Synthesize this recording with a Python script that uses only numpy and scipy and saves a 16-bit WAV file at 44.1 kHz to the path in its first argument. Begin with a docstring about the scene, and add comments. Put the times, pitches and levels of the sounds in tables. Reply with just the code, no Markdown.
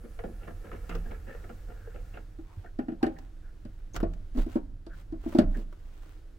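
"""A roller blind is pulled down by its wire handle, close by in a small cabin.
Stick-slip friction rings the hollow roller on every turn while the fabric hisses out. Then the bottom bar
knocks against the wall, exciting the modes of panel and bar, as fingers fumble with the handle.
Close walls reflect these sounds, and the moving sheet pumps the cabin air over a low rumble."""
import sys
import numpy as np
from scipy import signal
from scipy.fft import rfft, irfft, next_fast_len
from scipy.io import wavfile
from scipy.ndimage import uniform_filter1d

SR = 44100
rng = np.random.default_rng(int(sys.argv[2]) if len(sys.argv) > 2 else 0)


def dump(signal):
    """Clip the signal to [-1, 1] and save it as 16-bit WAV at the path in sys.argv[1]."""
    limited = np.clip(np.atleast_2d(signal).T, -1, 1)
    pcm = np.round(limited * 32767).astype(np.int16)
    wavfile.write(sys.argv[1], SR, pcm)


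N = 281358
T = np.arange(N) / SR
AGE = T[:SR // 4]  # time since the onset of a short event [s]


def roller():
    """Friction and impact: the roller rubs, scrapes and clacks in its brackets as the fabric hisses off."""
    # scrapes, about once a turn: (time [s], level [dB], tilt [dB/octave], swell [s], fade [s])
    scrapes = [(0.035, -48, -4, 0.0063, 0.023), (0.234, -37.5, -10, 0.0101, 0.013),
               (0.28, -46, -28, 0.0077, 0.015), (0.416, -52, 1.5, 0.023, 0.02),
               (0.47, -42.5, -1.5, 0.0098, 0.015), (0.635, -49, -2, 0.013, 0.037),
               (0.72, -43, 1, 0.0088, 0.028), (0.886, -42.5, 1, 0.017, .035),
               (0.935, -40, 1.5, 0.016, 0.023), (1.052, -47, -0.5, 0.007, 0.024),
               (1.101, -43, -1, 0.015, 0.021), (1.262, -42.5, -2.5, 0.023, 0.048),
               (1.427, -47, -1, 0.0137, 0.017), (1.49, -42.5, -2.5, .01, 0.0083),
               (1.665, -46.5, -0.5, 0.039, 0.039), (1.938, -45.5, -1, 0.0094, 0.032),
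               (2.131, -49, 1.5, 0.013, 0.019), (2.168, -44.5, -2, 0.00696, 0.0095),
               (2.635, -47, -4, 0.011, 0.015)]
    # drops against the brackets: (time [s], level [dB], tilt [dB/octave])
    clacks = [(.189, -40, -2), (.237, -34, -7), (.714, -41.5, 0), (.911, -39.5, -1), (1.11, -45.5, 1),
              (1.144, -51, 1.5), (1.291, -45.5, -1.5), (1.347, -43, -4.5), (1.49, -47.5, 0),
              (1.871, -41.5, -9), (2.169, -42, -2)]
    # spectrum of the running fabric: (frequency [Hz], level [dB])
    hiss_colour = [(400, -1), (1500, 8.5), (3000, -1.5), (5000, -1), (8000, -1.5), (11000, -7), (15500, -4)]
    rub_db, hiss_db = -61, -64.5  # at full speed
    moving = speed()
    rub = tube(pair(N, apart=0.5, grain_db=4), vary_db=0, tilt_db=0, detune=0)
    out = rub * moving * undb(rub_db + 2 * walk(30.15))
    for s, db, tilt_db, swell, fade in scrapes:
        add(out, s, scrape(db, tilt_db, swell, fade))
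        add(out, s + swell / 2, shudder(db + 2.5 - 4 * s))  # weaker as the roll empties
    for s, db, tilt_db in clacks:
        add(out, s, clack(db, tilt_db))
    add(out, s=5.561, x=shudder(db=-36))  # a last shudder, of the fabric
    sheen = noise_band(10300 + 1500 * T, width_hz=2900) * undb(-72 - 5 * T)
    hiss = colour(pair(N, apart=0.65), hiss_colour) * undb(hiss_db + walk(11.3))
    return out + moving * (sheen + hiss)


def speed():
    """Motion of the blind: its speed follows the pull, then drops to zero."""
    # pull on the handle: (time [s], speed [share of full speed])
    pull = [(0.0, 0.65), (0.35, 0.73), (1.0, 1.0), (1.6, 0.79), (2.16, 0.66), (2.25, 0.3), (2.45, 0.26)]
    s, share = np.transpose(pull)
    return np.interp(T, s, share) * (T < s[-1])


def tube(force, vary_db, tilt_db, detune=0.036):
    """Resonance of the hollow roller: each place of contact weights and shifts its modes anew."""
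    # roller resonances: (frequency [Hz], bandwidth [Hz], level [dB])
    modes = [(487, 136, 2), (692, 158, -5), (1016, 260, -12.5), (1355, 270, -6), (1668, 235, -8.5),
             (2160, 320, -15), (2630, 350, -17.5)]
    weights, shifts = rng.standard_normal((2, len(modes)))
    out = 0
    for weight, shift, (hz, width_hz, db) in zip(weights, shifts, modes):
        gain = undb(db + vary_db * weight + tilt_db * np.log2(hz))
        out += gain * resonate(force, hz * (1 + detune * shift), width_hz)
    return unit(out)


def scrape(db, tilt_db, swell, fade):
    """Stick-slip friction: an uneven run of slips swells and dies away, driving the roller."""
    force = np.minimum(AGE / swell, np.exp(np.minimum(swell - AGE, 0) / fade))
    uneven = undb(walk(153.7)[:len(AGE)])
    slips = pair(len(AGE), apart=0.6, grain_db=5) * force * uneven
    return burst(tube(slips, vary_db=3, tilt_db=tilt_db), db)


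def clack(db, tilt_db):
    """Impact with play: the roller strikes its bracket once, then chatters briefly."""
    strike = blow(rise=0.00115, fade=0.0023)
    chatter = undb(-12.5) * blow(rise=0.0023, fade=0.018)
    force = pair(len(AGE), apart=0.6) * (strike + chatter)
    return burst(tube(force, vary_db=2, tilt_db=tilt_db), db)


def shudder(db):
    """Damped vibration: a dull, low shudder of the roll or the fabric."""
    # spectrum of the shudder: (frequency [Hz], level [dB])
    shudder_colour = [(90, -25), (175, 11.5), (270, 10), (400, 7), (600, -4.5), (1200, -42.5)]
    return scuff(shudder_colour, blow(0.0052, 0.029), db, apart=0.24)


def knocks():
    """Impact excites modes: the bar ticks on the wall, the panel thuds, both ring, the ends rattle."""
    # wall panel modes: (frequency [Hz], level [dB], T60 [s])
    panel_modes = [(161, -13, 0.3), (199.7, -2, 0.11), (251, -9.5, 0.27), (321, -7, 0.22), (391, -4, 0.16)]
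    # free bar modes: (frequency [Hz], level [dB], T60 [s], change when held [dB])
    bar_modes = [(416, -10.5, 0.21, 1), (462, -7, 0.19, -2), (527.3, -9, 0.33, -0.5), (632, 2, 0.11, 6.5),
                 (701, 0.5, 0.072, -2), (772, -1, 0.18, -9), (911, -16, 0.11, 9), (1089, -23.5, 0.15, 16),
                 (1295, -11, 0.07, -13), (1460, -2.5, 0.066, -26), (1802, -0.5, 0.06, -23.5)]
    # spectrum of first contact: (frequency [Hz], level [dB])
    tick_colour = [(2000, -11), (3000, 6.5), (4700, 13), (5600, 0), (7200, 0.5), (10000, -4),
                   (15500, -28.5)]
    # spectrum of the bar's loose ends: (frequency [Hz], level [dB])
    rattle_colour = [(90, -6.5), (300, 1), (650, 12.5), (1000, -3), (1450, 4), (2100, -6), (2900, -6.5),
                     (4000, -31)]
    grip_s, held_t60_share, held_db_per_octave = 3.2, 0.76, -2.5
    contact, ends = np.zeros((2, 2, N))
    for s, db, hard_db, hz, length, ring_db in landings():
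        held = s > grip_s  # fingers shorten the ring and dull the rattle
        modes = [(f, mode_db + held_db, t60 * held_t60_share) if held else (f, mode_db, t60)
                 for f, mode_db, t60, held_db in bar_modes]
        rattle = [(f, band_db + held * held_db_per_octave * np.log2(f)) for f, band_db in rattle_colour]
        bar_db = db - 14.5 + 0.12 * hard_db + ring_db
        tick_db = db - 30 + 0.94 * hard_db
        rattle_db = db - 19.5 + 0.5 * hard_db + ring_db / 2
        soft = undb(-hard_db)  # a soft blow takes longer to build up
        panel = burst(ring(panel_modes) * blow(length / 2, 0.23), db - 13.5)
        bar = burst(ring(modes) * blow(0.002, 0.12), bar_db)
        add(contact, s + 0.0012, burst(thud(hz, length), db) + panel + bar)
        tick_shape = blow(0.0003 * soft, 0.0058) + undb(-24) * blow(0.0017, 0.027)
        add(contact, s, scuff(tick_colour, tick_shape, tick_db, apart=0.53))
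        add(ends, s, scuff(rattle, blow(0.0016 * soft, 0.018), rattle_db, apart=0.65))
    return from_right(contact) + ends  # contact lies to the right, the ends on both sides


def landings():
    """Inelastic rebound: each knock is followed by a weaker one."""
    # bar on wall: (time [s], level [dB], hardness [dB], thud pitch [Hz], thud length [s], bar ring [dB])
    impacts = [(2.386, -39, -5, 304, 0.021, -5), (2.788, -23, -6, 283, 0.015, 1.5),
               (2.882, -27.5, -9, 281, 0.016, 1.5), (2.919, -32.5, -6, 285, 0.016, -5),
               (3.028, -16.5, 3.5, 292, .014, 3), (3.065, -27.5, 7, 298, 0.016, 2.5),
               (3.651, -38, 6.5, 232, 0.0075, -0.5), (4.029, -20, -2.5, 278, .006, 5.5),
               (4.349, -32, -11, 258, 0.023, -4), (4.373, -25.5, -1, 273, 0.018, -1),
               (4.463, -32, -4, 289, 0.012, -1.5), (4.555, -20, -10, 284, 0.0123, 1.5),
               (4.865, -43.5, 16, 319, 0.014, 4), (5.122, -31.5, -6, 300, 0.02, -2),
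               (5.26, -26.5, -12, 291, 0.015, -1), (5.348, -16, -7.5, 295, 0.013, -0.5),
               (5.386, -9, 3.5, 263, 0.0099, 0.5)]
    rebound_s = 0.031
    for s, db, hard_db, hz, length, ring_db in impacts:
        yield s, db, hard_db, hz, length, ring_db
        yield s + rebound_s, db - 22.5 + 0.42 * hard_db, hard_db, hz, length, ring_db


def thud(hz, length):
    """Forced vibration: the panel gives for a few cycles and stops as the bar leaves it."""
    return np.sin(np.pi * np.minimum(AGE / length, 1) ** 0.72) * np.sin(2 * np.pi * hz * AGE)


def ring(modes, count=3, spread=0.036):
    """Free vibration: close modes beat as they decay; each blow lands elsewhere and weights them anew."""
    chance = rng.standard_normal((len(modes), count, 3))
    out = 0
    for (hz, db, t60), cluster in zip(modes, chance):
        for weight, shift, phase in cluster:
            decay = undb(db + 2 * weight - 60 * AGE / t60)
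            out += decay * np.sin(2 * np.pi * hz * (1 + spread * shift) * AGE + 2 * phase)
    return out


def from_right(x, delay_s=0.00034):
    """Path difference: sound from the right arrives later on the left."""
    return np.array([np.interp(T - delay_s, T, x[0]), x[1]])


def handle():
    """Light impacts: the wire handle clicks in its clip, which answers with a lower body."""
    # handle ticks: (time [s], body level [dB], click relative to body [dB])
    ticks = [(0.893, -38.5, -6), (0.9511, -43, 0.5), (3.186, -54, 4.5), (3.944, -38, -11),
             (3.954, -39.5, -3), (3.9624, -34.5, 0), (4.0017, -36, -24), (4.135, -60, 6), (5.238, -46, -21),
             (5.324, -40, -25), (5.726, -48.5, -11.5)]
    # spectrum of the wire: (frequency [Hz], level [dB])
    handle_colour = [(2000, 14), (4000, 7), (7500, 4), (10000, -10), (13500, -9), (16000, 6)]
    clip_colour = [(150, 3), (350, 8.5), (700, -3.5), (1000, -5), (1400, -1), (2100, -18.5), (3000, -20.5),
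                   (6000, -32.5)]
    out = np.zeros((2, N))
    for s, db, click_db in ticks:
        add(out, s, scuff(handle_colour, blow(0.0004, 0.006), db + click_db, apart=0.9))
        add(out, s, scuff(clip_colour, blow(0.00045, 0.009), db, apart=0.44))
    return out


def fingers_and_swishes():
    """Sliding friction: fingertips squeak and slide over the fabric; faint swishes come and go besides."""
    # skin on bar and handle: (time [s], level [dB], pitch [Hz])
    squeaks = [(2.657, -52, 1640), (3.162, -56.5, 1850), (3.934, -53, 6430), (5.543, -48.5, 1720)]
    # narrow-band swishes, one swelling just before a knock: (start [s], end [s], level [dB], pitch [Hz])
    swishes = [(1.603, 2.015, -64.5, 1522), (2.42, 2.58, -64.5, 970), (3.001, 3.042, -52, 850),
               (3.385, 3.537, -67, 1557), (4.352, 4.415, -34.5, 290), (4.881, 4.965, -56, 1555)]
    # fingers on the fabric: (start [s], end [s], level [dB])
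    slides = [(2.256, 2.732, -65.5), (2.852, 3.38, -68), (3.294, 4.005, -71), (4.323, 4.455, -48),
              (4.404, 4.61, -55), (4.895, 5.048, -58.5), (5.137, 5.462, -53.5), (5.446, 5.661, -57),
              (5.56, 6.293, -63.5)]
    # spectrum of the slides: (frequency [Hz], level [dB])
    slide_colour = [(200, 12), (500, 22), (1500, 18), (3000, 11.5), (5500, 4.5), (8000, 4), (11000, -3),
                    (15500, 3)]
    smear_hz, glide_hz_per_s = 380, 400
    out = np.zeros((2, N))
    for s, db, hz in squeaks:
        # skin slips unevenly, so its pitch is smeared
        line = [(hz / 2, -50), (hz - smear_hz, -18), (hz, 0), (hz + smear_hz, -18), (hz * 2, -50)]
        add(out, s, scuff(line, blow(0.004, 0.012), db, apart=0.23))
    for start, end, db, hz in swishes:
        pitch = hz + glide_hz_per_s * (np.clip(T, start, end) - (start + end) / 2)
        out += noise_band(pitch, width_hz=360) * stroke(start, end) * undb(db)
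    pressure = sum(undb(db) * stroke(start, end) for start, end, db in slides)
    return out + colour(pair(N, apart=0.86, grain_db=4), slide_colour) * pressure


def stroke(start, end):
    """Asymmetric envelope: it builds up slowly and eases off faster."""
    peak = start + 0.69 * (end - start)
    return np.sin(np.pi / 2 * np.interp(T, [start, peak, end], [0, 1, 0])) ** 2


def cabin(x, early_t60_s=0.092, late_t60_s=0.62):
    """Reverberation: close walls reflect almost at once, and a weak, dull tail lingers."""
    # spectrum of the reflections: (frequency [Hz], level [dB])
    cabin_colour = [(60, 21.5), (300, -6), (700, -4), (2000, -3), (5000, -6), (15000, -23)]
    lag = T[:SR // 2]
    mid, side = colour(rng.standard_normal((2, len(lag))), cabin_colour)
    side = signal.sosfilt(signal.butter(2, 450, "high", fs=SR, output="sos"), side)  # bass stays centred
    echoes = mid + 0.94 * side * np.array([[1], [-1]])
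    dull = signal.sosfilt(signal.butter(2, 1500, fs=SR, output="sos"), echoes)
    early = echoes * undb(-32.5 - 60 * lag / early_t60_s)
    late = dull * undb(-49.5 - 60 * lag / late_t60_s)
    return x + signal.oaconvolve(x, (early + late) * (lag > 0.008), axes=1)[:, :N]


def background():
    """Damped oscillation: low booms swell and die away over the cabin's rumble and faint hiss."""
    # low booms (the sheet's deep flaps, a dull bump, panel and cabin ringing after knocks):
    # (time [s], level [dB], frequency [Hz], time constant [s])
    booms = [(0.886, -44, 169, 0.048), (0.908, -27, 33.14, 0.06), (2.57, -35.5, 92, 0.011),
             (3.948, -29, 36.8, 0.073), (4.028, -39.5, 85, 0.03), (4.033, -44, 169, 0.037),
             (4.374, -19, 27.9, 0.025), (5.389, -39, 87.2, 0.051), (5.421, -22.5, 29.44, 0.064),
             (5.439, -41, 201, 0.025)]
    # spectrum of the rumble: (frequency [Hz], level [dB])
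    rumble_colour = [(15, -19), (24, 2), (30, -2.5), (42, -3), (60, -16), (80, -15), (100, -12.5),
                     (125, -33), (170, -27), (260, -45), (500, -100)]
    # spectrum of the background hiss: (frequency [Hz], level [dB])
    air_colour = [(76, -43), (130, -9.5), (214, -21.5), (313, -6), (375, -14.5), (527, -18), (980, -29),
                  (1460, -25), (2230, -32.5), (4220, -35.5), (15500, -46.5)]
    rest_db, pull_db, press_db = -46.5, -42.5, -47  # press: while the fingers press on the bar
    stirred = undb(rest_db) + undb(pull_db) * speed() + undb(press_db) * stroke(2.3, 6.26)
    low = colour(pair(N, apart=0.04), rumble_colour) * stirred
    for s, db, hz, tau in booms:
        age = T[:SR]
        swing = age / tau * np.exp(1 - age / tau) * np.sin(2 * np.pi * hz * age)
        add(low, s, burst(swing, db))
    hiss = colour(pair(N, apart=0.58), air_colour) * undb(-63.5 + walk(4.31))
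    return low * undb([[-1.3], [1.3]]) + hiss  # the bass leans right


def scuff(points, envelope, db, apart):
    """A short contact noise of given spectrum, envelope and level."""
    size = len(AGE) // 2
    return burst(colour(pair(size, apart), points) * envelope[:size], db)


def blow(rise, fade):
    """Envelope of a contact: exponential rise and decay, with time constants in seconds."""
    return (1 - np.exp(-AGE / rise)) * np.exp(-AGE / fade)


def resonate(x, hz, width_hz):
    """Two resonators in cascade give a peak with steep sides."""
    b, a = signal.iirpeak(hz, hz / width_hz, fs=SR)
    return signal.lfilter(b, a, signal.lfilter(b, a, x))


def noise_band(hz, width_hz):
    """Quadrature modulation shifts low-passed noise to a moving centre frequency."""
    smooth = signal.butter(2, width_hz / 2, fs=SR, output="sos")
    a, b = (signal.sosfilt(smooth, pair(N, apart=0.29)) for _ in range(2))
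    phase = 2 * np.pi * np.cumsum(hz) / SR
    return unit(a * np.cos(phase) + b * np.sin(phase))


def colour(x, points):
    """Spectral shaping by (frequency [Hz], level [dB]) points; rms 1."""
    hz, db = np.transpose(points)
    size = next_fast_len(x.shape[-1])
    f = np.fft.rfftfreq(size, 1 / SR) + 1
    gain = undb(np.interp(np.log(f), np.log(hz), db))
    return unit(irfft(rfft(x, size) * gain, size)[..., :x.shape[-1]])


def pair(size, apart, grain_db=0):
    """Partly correlated left and right noise; grains of uneven level make it gritty."""
    mid, side = rng.standard_normal((2, size))
    grit = undb(grain_db * np.repeat(rng.standard_normal(size // 32 + 1), 32)[:size])
    return unit(grit * (mid + apart * side * np.array([[1], [-1]])))


def walk(rate_hz):
    """Smooth random fluctuation; rms 1."""
    step = int(SR / rate_hz)
    stairs = np.repeat(rng.standard_normal(N // step + 1), step)
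    return unit(uniform_filter1d(stairs, step)[:N])


def burst(x, db):
    """Scale a short sound so that its loudest 6 ms have the given level."""
    return x * undb(db) / np.sqrt(uniform_filter1d(x ** 2, size=264, axis=-1).max())


def add(out, s, x):
    """Superpose x on out from time s on."""
    i = int(s * SR)
    out[..., i:i + x.shape[-1]] += x[..., :N - i]


def undb(db):
    """Decibels to gain."""
    return 10 ** (np.asarray(db) / 20)


def unit(x):
    """Scale to rms 1."""
    return x / np.sqrt(np.mean(x ** 2))


def scene():
    """Superposition: the close sounds reverberate in the cabin, over booms, rumble and hiss."""
    return cabin(knocks() + handle() + fingers_and_swishes() + roller()) + background()


def record(dry):
    """Band limiting: a steep low-pass removes the highest treble."""
    return signal.sosfilt(signal.ellip(10, 0.1, 80, 15850, fs=SR, output="sos"), dry)


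dry = scene()
out = record(dry)
dump(out)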